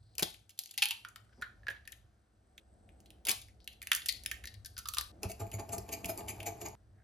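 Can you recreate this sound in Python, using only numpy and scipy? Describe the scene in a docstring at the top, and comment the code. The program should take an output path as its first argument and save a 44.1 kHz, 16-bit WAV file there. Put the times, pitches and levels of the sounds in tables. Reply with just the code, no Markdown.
"""Two eggshells are crushed open in one hand over a glass bowl, then a small wire whisk beats the eggs.
Each snap cracks, rings its piece of shell and sounds the air hollow of hand and shell; squeezes thud,
a yolk plops and fingers slide. Whisk wires scrape and knock the glass, shaking bowl and kitchen counter.
A low background noise fills the small hard room, whose echoes cut off abruptly a few times."""
import sys
import numpy as np
from scipy import signal
from scipy.fft import rfft, irfft, next_fast_len
from scipy.io import wavfile
from scipy.ndimage import uniform_filter1d, map_coordinates

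SR = 44100
rng = np.random.default_rng(int(sys.argv[2]) if len(sys.argv) > 2 else 0)


def generate_wav(sig):
    """Save sig (samples, or channels by samples) to the path in sys.argv[1] as 16-bit PCM at SR."""
    pcm = np.round(np.clip(np.atleast_2d(sig).T, -1, 1) * 32767).astype(np.int16)
    wavfile.write(sys.argv[1], SR, pcm)


N = 310243
TIME_S = np.arange(N) / SR


def amp(db):
    """Gain of a level in dB."""
    return 10 ** (np.asarray(db) / 20)

def unit(x):
    """x at rms 1."""
    return x / np.sqrt(np.mean(x ** 2) + 1e-20)

def unit_peak(x):
    """x with its loudest 60 samples at rms 1."""
    return x / np.sqrt(uniform_filter1d(x ** 2, size=60).max())

def along(points, hz):
    """Interpolates (frequency, value) points on a log axis."""
    f, values = np.transpose(points)
    return np.interp(np.log(hz + 1), np.log(f + 1), values)

def curves(rows):
    """One value per sample for each column after the time."""
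    times, *columns = np.transpose(rows)
    return [np.interp(TIME_S, times, column) for column in columns]

def wobble(rate_hz):
    """Smooth random curve, rate_hz knots a second."""
    knots = rng.standard_normal(int(N * rate_hz / SR) + 4)
    return map_coordinates(knots, [TIME_S * rate_hz])

def filtered(x, response):
    """x through a complex frequency response."""
    n = x.shape[-1]
    size = next_fast_len(n + min(n // 2, 8192))
    return irfft(rfft(x, size) * response(np.fft.rfftfreq(size, 1 / SR)), size)[..., :n]

def modes(table):
    """Response of (frequency [Hz], width [Hz], gain [dB]) resonances, alternating in sign."""
    return lambda f: sum((-1) ** k * amp(db) * 1j * f * width / (hz * hz - f * f + 1j * f * width)
                         for k, (hz, width, db) in enumerate(table))

def band(hz, width_hz):
    """Response of two equal resonators in series."""
    return lambda f: modes([(hz, width_hz, 0)])(f) ** 2

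def shape(points):
    """Response of (frequency [Hz], gain [dB]) points."""
    return lambda f: amp(along(points, f))

def add(out, start_s, sound):
    """Mixes a sound in at a time."""
    part = out[..., round(start_s * SR):][..., :sound.shape[-1]]
    part += sound[..., :part.shape[-1]]

def grit(n, spiky_db):
    """Noise of uneven grains, about 1 ms each."""
    grain_size = np.repeat(rng.standard_normal(n // 40 + 1), 40)[:n]
    return unit(rng.standard_normal(n) * amp(spiky_db * grain_size))

def burst(t, rise_s, t60_s, crumbs_db, crumbs_t60_s):
    """A gritty impact plus fainter crumbs with their own decay."""
    crumbs = amp(crumbs_db - 60 * t / crumbs_t60_s) * grit(len(t), spiky_db=-2)
    impact = amp(-60 * t / t60_s) * grit(len(t), spiky_db=7.5)
    return (impact + crumbs) * (1 - np.exp(-t / rise_s)) ** 2


# (frequency [Hz], left-right correlation [ratio])
CORRELATION = [(60, 1), (200, .85), (400, 0.85), (800, .3), (2000, 0.6), (8000, 0.99)]

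def stereo_noise(response):
    """Coloured noise at rms 1; the channels are least alike in the mids."""
    def mid_side_gains(f):
        angle = np.arccos(np.clip(along(CORRELATION, f), -1, 1)) / 2
        return np.array([np.cos(angle), np.sin(angle)])
    mid, side = filtered(rng.standard_normal((2, N)), mid_side_gains)
    return unit(filtered(np.array([mid + side, mid - side]), response))


# low background: (time [s], rumble [dB], drone [dB], hum [dB])
BACKGROUND_LEVELS = [(0, -67.5, -61, -77), (.3, -68, -66, -71), (.6, -86.5, -78.5, -80.5),
                     (1.1, -71.5, -72.5, -75), (1.5, -64.5, -67, -71), (2.0, -66, -66, -73.5),
                     (2.3, -75, -75.5, -79), (2.57, -72, -74, -71.5), (2.7, -62, -67, -71),
                     (3.11, -66, -63.5, -65.5), (3.5, -63, -67, -73), (4.01, -65.5, -66, -69.5),
                     (4.45, -55, -70, -65.5), (4.6, -58.5, -52.5, -71), (5.06, -58.5, -70.5, -74.5),
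                     (5.13, -59.5, -66, -62), (6.84, -65.5, -62.5, -73), (7.03, -64.5, -72, -74)]
# noise spectra: (frequency [Hz], gain [dB])
RUMBLE_SPECTRUM = [(15, -40.5), (25, -19.5), (40, -7.5), (58, 2.5), (75, 1), (95, -27.5), (150, -69.5)]
DRONE_SPECTRUM = [(50, -55), (78, -14.5), (100, 1.5), (120, -9.5), (150, -18), (200, -61)]
HUM_SPECTRUM = [(76, -55), (130, -17.5), (209, -3), (247, -11.5), (332, -8), (360, -12.5), (594, -13.5),
                (742, -10), (1100, -38.5), (1430, -70.5), (2420, -120)]
HISS_SPECTRUM = [(600, -38), (900, -2.5), (1500, -0.5), (2500, -11), (4500, -12), (7000, -14), (12500, -22),
                 (13500, -40.5), (16500, -48.5)]

def kitchen(whine_hz=7850, whine_db=-82):
    """Low background rumble, drone and hum, swelling with handling noise; faint hiss and thin whine."""
    rumble_db, drone_db, hum_db = curves(BACKGROUND_LEVELS)
    hiss_db = -81 + 0.43 * (hum_db - hum_db.mean())
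    out = amp(rumble_db + wobble(9.5)) * stereo_noise(shape(RUMBLE_SPECTRUM))
    out += amp(drone_db + 4.6 * wobble(5.9)) * stereo_noise(shape(DRONE_SPECTRUM))
    out += amp(hum_db + 1.1 * wobble(5.0)) * stereo_noise(shape(HUM_SPECTRUM))
    out += amp(hiss_db + 1.4 * wobble(1.1)) * stereo_noise(shape(HISS_SPECTRUM))
    whine_band = lambda f: np.exp(-((f - whine_hz) / 200) ** 2)
    return out + amp(whine_db + 2.5 * wobble(2.5)) * stereo_noise(whine_band)


# early reflections: (delay [s], gain [dB])
WALL_ECHOES = [(.0045, -14), (.008, -25.5), (.012, -26), (.017, -27.5)]
# tail decay: (frequency [Hz], t60 [s])
TAIL_DECAY = [(300, 0.18), (1300, 0.29), (3500, 0.32), (9000, 0.34), (15000, 0.22)]
# per-channel tail over the common tail: (frequency [Hz], gain [dB])
TAIL_SPREAD = [(100, -14), (300, 0.5), (700, 11.5), (2000, 1.5), (4500, 1), (8000, -34.5)]
# starts of echo spans, each cutting off the one before: (time [s])
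ECHO_STARTS_S = [0, .49, 2.09, 2.6, 5.117, 6.752]

def room(x, tail_db):
    """Near-wall echoes and a diffuse tail, redrawn every quarter second and cut at each span's end."""
    out, step = np.zeros((2, N)), SR // 4
    edges = [round(s * SR) for s in ECHO_STARTS_S] + [N]
    for start, end in zip(edges, edges[1:]):
        for block in range(start, end, step):
            hz, t, spectra = signal.stft(rng.standard_normal((3, SR * 2 // 5)), SR, nperseg=256)
            spectra[1:] *= amp(along(TAIL_SPREAD, hz))[:, None]
            decay = amp(-60 * t / along(TAIL_DECAY, hz)[:, None])
            tails = signal.istft(spectra * decay, SR, nperseg=256)[1]  # common, left, right
            echo = amp(tail_db) * (tails[0] + tails[1:]) / np.linalg.norm(tails[0])
            echo[:, :250] *= np.linspace(0, 1, 250)
            for delay_s, db in WALL_ECHOES:
                arrivals = round(delay_s * SR) + rng.integers(30, size=2)
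                echo[[0, 1], arrivals] += amp(db)
            wet = signal.fftconvolve(x[:, block:min(block + step, end)], echo, axes=1)
            add(out[:, :end], block / SR, wet)
    return out


# finger slides: (centre [s], 1/e half-length [s], frequency [Hz], level [dB])
SLIDES = [(0.091, 0.1, 4300, -79), (1.379, 0.07, 5175, -79), (3.623, 0.021, 4500, -73),
          (7.003, 0.033, 1670, -75.5)]

def fingers():
    """Skin slides on shell in short soft hisses."""
    out = np.zeros(N)
    for centre_s, half_s, hz, db in SLIDES:
        span = np.abs(TIME_S - centre_s) < 2 * half_s
        hiss = filtered(grit(span.sum(), spiky_db=-3.5), band(hz, .3 * hz))
        swell = np.exp(-((TIME_S[span] - centre_s) / half_s) ** 2)
        out[span] += amp(db) * unit(hiss) * swell
    return out


# brittle contact, wire or shell: (frequency [Hz], gain [dB])
CRACK_SPECTRUM = [(1500, -53.5), (3000, -29.5), (4500, 0), (5500, 1), (8000, 4.5), (11000, 2.5),
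                  (14000, -1), (16500, 1.5)]

def crack(force):
    """The bright click of a hard contact."""
    return unit_peak(filtered(force, shape(CRACK_SPECTRUM)))

def shaken(table, envelope, spiky_db, spread_db=0, detune=0):
    """Tiny slips drive resonances at unit noise gain, with optional scatter in level and pitch."""
    force = envelope * grit(len(envelope), spiky_db)
    response = modes([(hz * (1 + detune * rng.normal()), width, db + rng.normal(0, spread_db))
                      for hz, width, db in table])
    rms_gain = np.sqrt(np.mean(np.abs(response(np.arange(1, SR // 2, 9))) ** 2))
    return filtered(force, response) / rms_gain


# resonances: (frequency [Hz], width [Hz], gain [dB])
WIRE_MODES = [(1250, 340, -13), (1790, 390, -12), (2410, 210, 5), (3100, 190, -11), (3940, 2300, -12),
              (4715, 72, 4.5), (5200, 90, -6), (6550, 130, 6), (6540, 130, -1), (7010, 110, 10),
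              (7200, 220, 9), (9000, 1700, -2.5), (10140, 420, 2), (11580, 530, 2), (13260, 2000, -1.5)]
BOWL_MODES = [(196.3, 17.4, -0.5), (324, 40, 5), (431, 23, 8), (590, 310, -7), (676.5, 40, 7.5),
              (845, 73, 0.5), (1207, 80, -7.5), (1630, 340, -21.5)]
COUNTER_MODES = [(56, 27, -8), (103, 14, 3.5), (190.5, 9.2, -8), (248, 53, -16.5)]
# continuous stirring: (time [s], bowl level [dB])
STIR_LEVELS = [(5.225, -64), (5.3, -67), (5.43, -58), (5.72, -59), (6.15, -53.5), (6.59, -55), (6.755, -60)]
# strokes on the glass: (time [s], scrape [dB], bowl [dB], counter [dB])
WHISK_STROKES = [(5.24, -48, -36.5, -30.5), (5.302, -46, -47, -54), (5.409, -47, -42.5, -34),
                 (5.541, -44.5, -49, -40.5), (5.598, -49, -42, -38.5), (5.697, -59, -48, -46),
                 (5.734, -38, -41, -40.5), (5.782, -83, -46, -39.5), (5.894, -57, -47, -50),
                 (5.932, -37, -45.5, -43), (6.046, -60, -47.5, -39), (6.098, -36.5, -38.5, -49),
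                 (6.188, -46, -42.5, -68), (6.295, -37.5, -47.5, -58.5), (6.405, -60, -52.5, -50),
                 (6.472, -37.5, -41, -78), (6.619, -48.5, -45.5, -54.5), (6.662, -41.5, -42.5, -52.5)]
# single wires hitting the bowl: (time [s], low band [dB], high band [dB])
WIRE_TICKS = [(5.232, -37.5, -28.5), (5.316, -48.5, -39), (5.3994, -63, -48.5), (5.5159, -50, -41),
              (5.5947, -68, -42.5), (5.691, -54, -45), (5.7813, -53, -32.5), (5.8902, -47.5, -41.5),
              (6.0436, -35, -36), (6.056, -47.5, -33.5), (6.1763, -58, -32.5), (6.205, -55.5, -47),
              (6.2824, -43, -42), (6.4017, -39.5, -44.5), (6.429, -46.5, -38.5), (6.6145, -47.5, -36.5),
              (6.685, -69, -42.5)]

def whisk(stop_s=6.752, rise_ms=9.5, fall_ms=9.84):
    """Wires drag and tick on the glass, shaking bowl and counter; wet wires never ring twice alike."""
    stir = amp(curves(STIR_LEVELS)[0]) * (TIME_S > STIR_LEVELS[0][0])
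    out = shaken(WIRE_MODES, amp(-11) * stir, spiky_db=8)
    out += shaken(BOWL_MODES, stir, spiky_db=8)
    out += shaken(COUNTER_MODES, amp(2.5) * stir, spiky_db=-0.5)
    ms = np.arange(-2500, 5500) / SR * 1000
    swell = amp(-5.5 * np.where(ms < 0, (ms / rise_ms) ** 2, np.abs(ms / fall_ms) ** 1.2))
    push = amp(np.where(ms < 0, 1.8 * ms, -.4 * ms))
    for peak_s, scrape_db, bowl_db, counter_db in WHISK_STROKES:
        stroke = amp(scrape_db) * shaken(WIRE_MODES, swell, spiky_db=2.5, spread_db=2.7, detune=0.031)
        stroke += amp(bowl_db) * shaken(BOWL_MODES, swell, spiky_db=2, spread_db=2.8)
        stroke += amp(counter_db) * shaken(COUNTER_MODES, push, spiky_db=5.5, spread_db=0.42)
        add(out, peak_s + ms[0] / 1000, stroke)
    t = TIME_S[:1500]
    for start_s, low_db, high_db in WIRE_TICKS:
        knock = burst(t, rise_s=0.00068, t60_s=0.017, crumbs_db=-46, crumbs_t60_s=0.024)
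        low = unit_peak(filtered(knock, band(2600, 900)))
        high = crack(burst(t, rise_s=0.0001, t60_s=0.019, crumbs_db=-20, crumbs_t60_s=0.029))
        add(out, start_s, amp(low_db) * low + amp(high_db) * high)
    return out * (TIME_S < stop_s)


# squeezes and yolk plop: (time [s], level [dB], frequency [Hz], t60 [s])
SOFT_THUDS = [(.185, -50.5, 700, 0.096), (0.2234, -31, 300, .018), (0.2252, -40, 170.4, .035),
              (.228, -40.5, 990, 0.024), (1.37, -56, 220, 0.46), (1.68, -49, 450, .1),
              (3.256, -50.5, 596, 0.18), (3.274, -44.5, 250, 0.23), (3.285, -44, 900, 0.19),
              (4.979, -57.5, 400, 0.17)]

def soft_thuds():
    """Soft low thuds: hand squeezes and the plop of the yolk dropping."""
    out, t = np.zeros(N), TIME_S[:2700]
    for start_s, db, hz, t60_s in SOFT_THUDS:
        attack = 1 - np.exp(-t / (0.044 * t60_s))
        force = rng.standard_normal(len(t)) * amp(-60 * t / t60_s) * attack
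        add(out, start_s, amp(db) * unit_peak(filtered(force, band(hz, 1.7 * hz))))
    return out


# air hollow of hand and shell, one curve per egg: (time [s], frequency [Hz], level over ring [dB])
HOLLOW_CURVES = [
    [(.5, 745, -36.5), (.9, 839, -24.5), (1.0, 1466, -5), (1.35, 1537, 2.5), (1.449, 1664, 13.5),
     (1.9, 1820, -3.5)],
    [(3.6, 1970, -24), (3.85, 2020, -15.5), (4.5, 1830, -8), (4.77, 1460, -7), (4.85, 1286, 0),
     (5.1, 1230, -23.5)],
]
# shell breaks: (time [s], ring frequency [Hz], ring with hollow [dB], crack [dB], force t60 [ms])
SHELL_SNAPS = [(.1521, 2860, -60.5, -50.5, 23), (.1816, 2785, -39.5, -25, 16),
               (.1929, 2430, -33.5, -29.5, 35), (0.2235, 3720, -33, -24, 33),
               (0.2288, 4830, -25, -22.5, 12), (.341, 2760, -49, -48, 26), (0.4934, 2750, -57, -50.5, 11),
               (.5038, 4880, -60.5, -53, 24), (0.575, 3570, -61, -56, 51), (0.5901, 5060, -32.5, -25.5, 15),
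               (.636, 5060, -47.5, -42, 14), (0.658, 4600, -48.5, -43, 14), (0.6917, 3300, -55.5, -56.5, 7),
               (0.7095, 3820, -51, -42, 26), (.738, 2930, -55, -48, 41), (0.7777, 2600, -32.5, -26, 5),
               (.7833, 4740, -32, -36, 19), (0.8208, 3060, -20, -27, 5), (.8256, 2440, -20.5, -24, 12),
               (.8355, 4100, -28, -28, 32), (.8553, 2480, -27.5, -26.5, 14), (0.8862, 4000, -42, -34.5, 18),
               (0.9082, 2900, -27.5, -28, 3.5), (0.9185, 2800, -41.5, -43, 13),
               (1.0487, 1520, -37.5, -49.5, 10), (1.0839, 1980, -62, -48, 42), (1.1588, 1530, -46, -45, 17),
               (1.2673, 1430, -69, -87, 9.7), (1.2912, 1440, -70, -80, 19), (1.3265, 1460, -65, -84, 20),
               (1.4138, 1640, -54, -52, 12), (1.4209, 1590, -33, -46, 26), (1.4406, 1670, -48.5, -63, 14),
               (1.6326, 1570, -57.5, -84, 8.1), (1.6681, 1520, -34, -57.5, 11),
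               (1.683, 1630, -30, -44.5, 13), (1.6988, 1830, -37.5, -46.5, 91.3),
               (1.7629, 1600, -52.5, -72.5, 28), (1.8523, 3000, -58, -65.5, 20),
               (1.875, 1720, -44, -42, 15), (1.92, 2830, -49, -40, 30), (2.5779, 3120, -45.5, -52, 11),
               (2.8906, 2270, -57.5, -63.5, 6), (3.003, 2720, -68.5, -55.5, 11),
               (3.0588, 3830, -59, -60, 12), (3.1042, 2980, -51.5, -51, 7.9), (3.2511, 3300, -44.5, -35, 6),
               (3.2677, 2270, -35.5, -25, 90), (3.284, 2330, -30, -23, 52), (3.2927, 3000, -35, -23, 34),
               (3.3039, 2360, -31, -24.5, 37), (3.313, 4250, -32.5, -23, 22),
               (3.4144, 3980, -53.5, -46.5, 37), (3.4835, 2170, -59, -57, 47),
               (3.6032, 4400, -60.5, -71, 3.2), (3.6435, 4550, -65, -56.5, 5.7),
               (3.6758, 3060, -36, -38.5, 15), (3.728, 4130, -59.5, -56.5, 37), (3.8172, 2120, -44, -41, 8),
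               (3.827, 2000, -47, -40, 30), (3.871, 2240, -36.5, -35, 11), (3.9165, 2400, -16.5, -21, 16),
               (3.9316, 3010, -49, -24.5, 17), (3.9493, 3100, -58, -23.5, 10), (3.962, 4820, -47, -26.5, 3),
               (4.017, 3740, -43, -46.5, 22), (4.0595, 2670, -38.5, -30, 7.6),
               (4.085, 4700, -24, -24.5, 55), (4.1217, 4350, -43, -35, 28), (4.2357, 4700, -57.5, -45, 22),
               (4.2503, 1830, -58, -51, 3.3), (4.26, 2770, -31, -26.5, 21),
               (4.3134, 1900, -31.5, -32.5, 19), (4.4383, 1840, -41.5, -45.5, 25),
               (4.455, 4650, -44, -39, 8), (4.4717, 5000, -41, -40.5, 8), (4.5403, 4200, -55, -50.5, 32),
               (4.6477, 4850, -49, -44.5, 14), (4.6589, 4700, -48, -37.5, 5.5),
               (4.7658, 5000, -44.5, -55, 29), (4.7787, 2910, -46.5, -38, 17),
               (4.7861, 4870, -44.5, -35.5, 39), (4.855, 4560, -40, -42.5, 28),
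               (4.8744, 4300, -63, -42.5, 27), (4.8857, 4250, -40, -30.5, 23), (4.9356, 3970, -38, -33, 43),
               (4.946, 4050, -44, -31.5, 15), (4.9677, 1220, -33.5, -38, 86), (4.9837, 5000, -26, -22, 9.2),
               (5.01, 1200, -40.5, -31.5, 12)]

def shell_snaps(splinter_db=-28, splinter_t60_ms=20, pan_scatter_db=3):
    """Each snap cracks, rings its piece of shell, sounds the hollow and sheds one faint splinter."""
    out, t = np.zeros((2, N)), TIME_S[:2700]
    hollow_s, hollow_hz, hollow_db = np.transpose(HOLLOW_CURVES[0] + HOLLOW_CURVES[1])
    low_cut = lambda f: (1j * f / (1j * f + 1300)) ** 3  # a small shell radiates no bass
    high_cut = lambda f: 1 / (1 + 1j * f / 5000) ** 2
    splinters = [(s + .04 * rng.uniform(.2, 2.2), hz, ring_db + splinter_db, crack_db + splinter_db,
                  splinter_t60_ms) for s, hz, ring_db, crack_db, _ in SHELL_SNAPS]
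    for start_s, hz, ring_db, crack_db, t60_ms in SHELL_SNAPS + splinters:
        t60_s = t60_ms / 1000
        rise_s = 0.00013 + .012 * t60_s  # longer breaks start more softly
        force = burst(t, rise_s, t60_s, crumbs_db=-19.5, crumbs_t60_s=0.058)
        air_hz = np.interp(start_s, hollow_s, hollow_hz)
        air_db = np.interp(start_s, hollow_s, hollow_db)
        air = amp(air_db) * unit_peak(filtered(force, band(air_hz, .16 * air_hz)))
        piece = modes([(hz, 0.31 * hz, 0), (3200, 3000, -10)])
        ring = unit_peak(filtered(force, lambda f: piece(f) * low_cut(f) * high_cut(f)))
        click = crack(burst(t, rise_s, 0.69 * t60_s, crumbs_db=-19, crumbs_t60_s=0.042))
        snap = amp(ring_db) * unit_peak(ring + air) + amp(crack_db) * click
        pan_db = rng.normal(0, pan_scatter_db)
        add(out, start_s, snap * amp([[pan_db / 2], [-pan_db / 2]]))
    return out

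def scene():
    """Eggs and whisk with their room echoes, over the kitchen noise."""
    crush = filtered(shell_snaps() + soft_thuds(), lambda f: 1j * f / (1j * f + 60))  # 60 Hz high-pass
    direct = crush + fingers() + whisk()
    return direct + room(direct, tail_db=-10.5) + kitchen()


# left over right: (frequency [Hz], phase lead [rad])
LEFT_PHASE = [(0, 0), (1290, 1.0), (1550, -0.8), (1890, 0.4), (3190, 0.9), (4820, 0.7), (5430, -0.9),
              (6630, -1.0), (7670, -2.8), (9470, -3.9), (10400, -5.9), (12900, -6.3), (14400, -9.0),
              (16400, -9.6)]
# left over right: (frequency [Hz], level [dB])
LEFT_LEVEL = [(60, -0.5), (110, 0.5), (200, 3.5), (380, -4.5), (700, 3), (1290, -1.5), (2380, 0.5),
              (4400, 5), (8120, 1), (15000, -1)]

def record(dry, rolloff_hz=15900, limit_hz=16700):
    """Two close ports differ in phase and level by frequency; the top fades up to a hard band limit."""
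    hz, lead_rad = np.transpose(LEFT_PHASE)
    left = lambda f: amp(along(LEFT_LEVEL, f) / 2) * np.exp(.5j * np.interp(f, hz, lead_rad))
    low_pass = lambda f: (f < limit_hz) / (1 + (f / rolloff_hz) ** 10)
    return filtered(dry, lambda f: np.array([left(f), 1 / left(f)]) * low_pass(f))


dry = scene()
out = record(dry)
generate_wav(out)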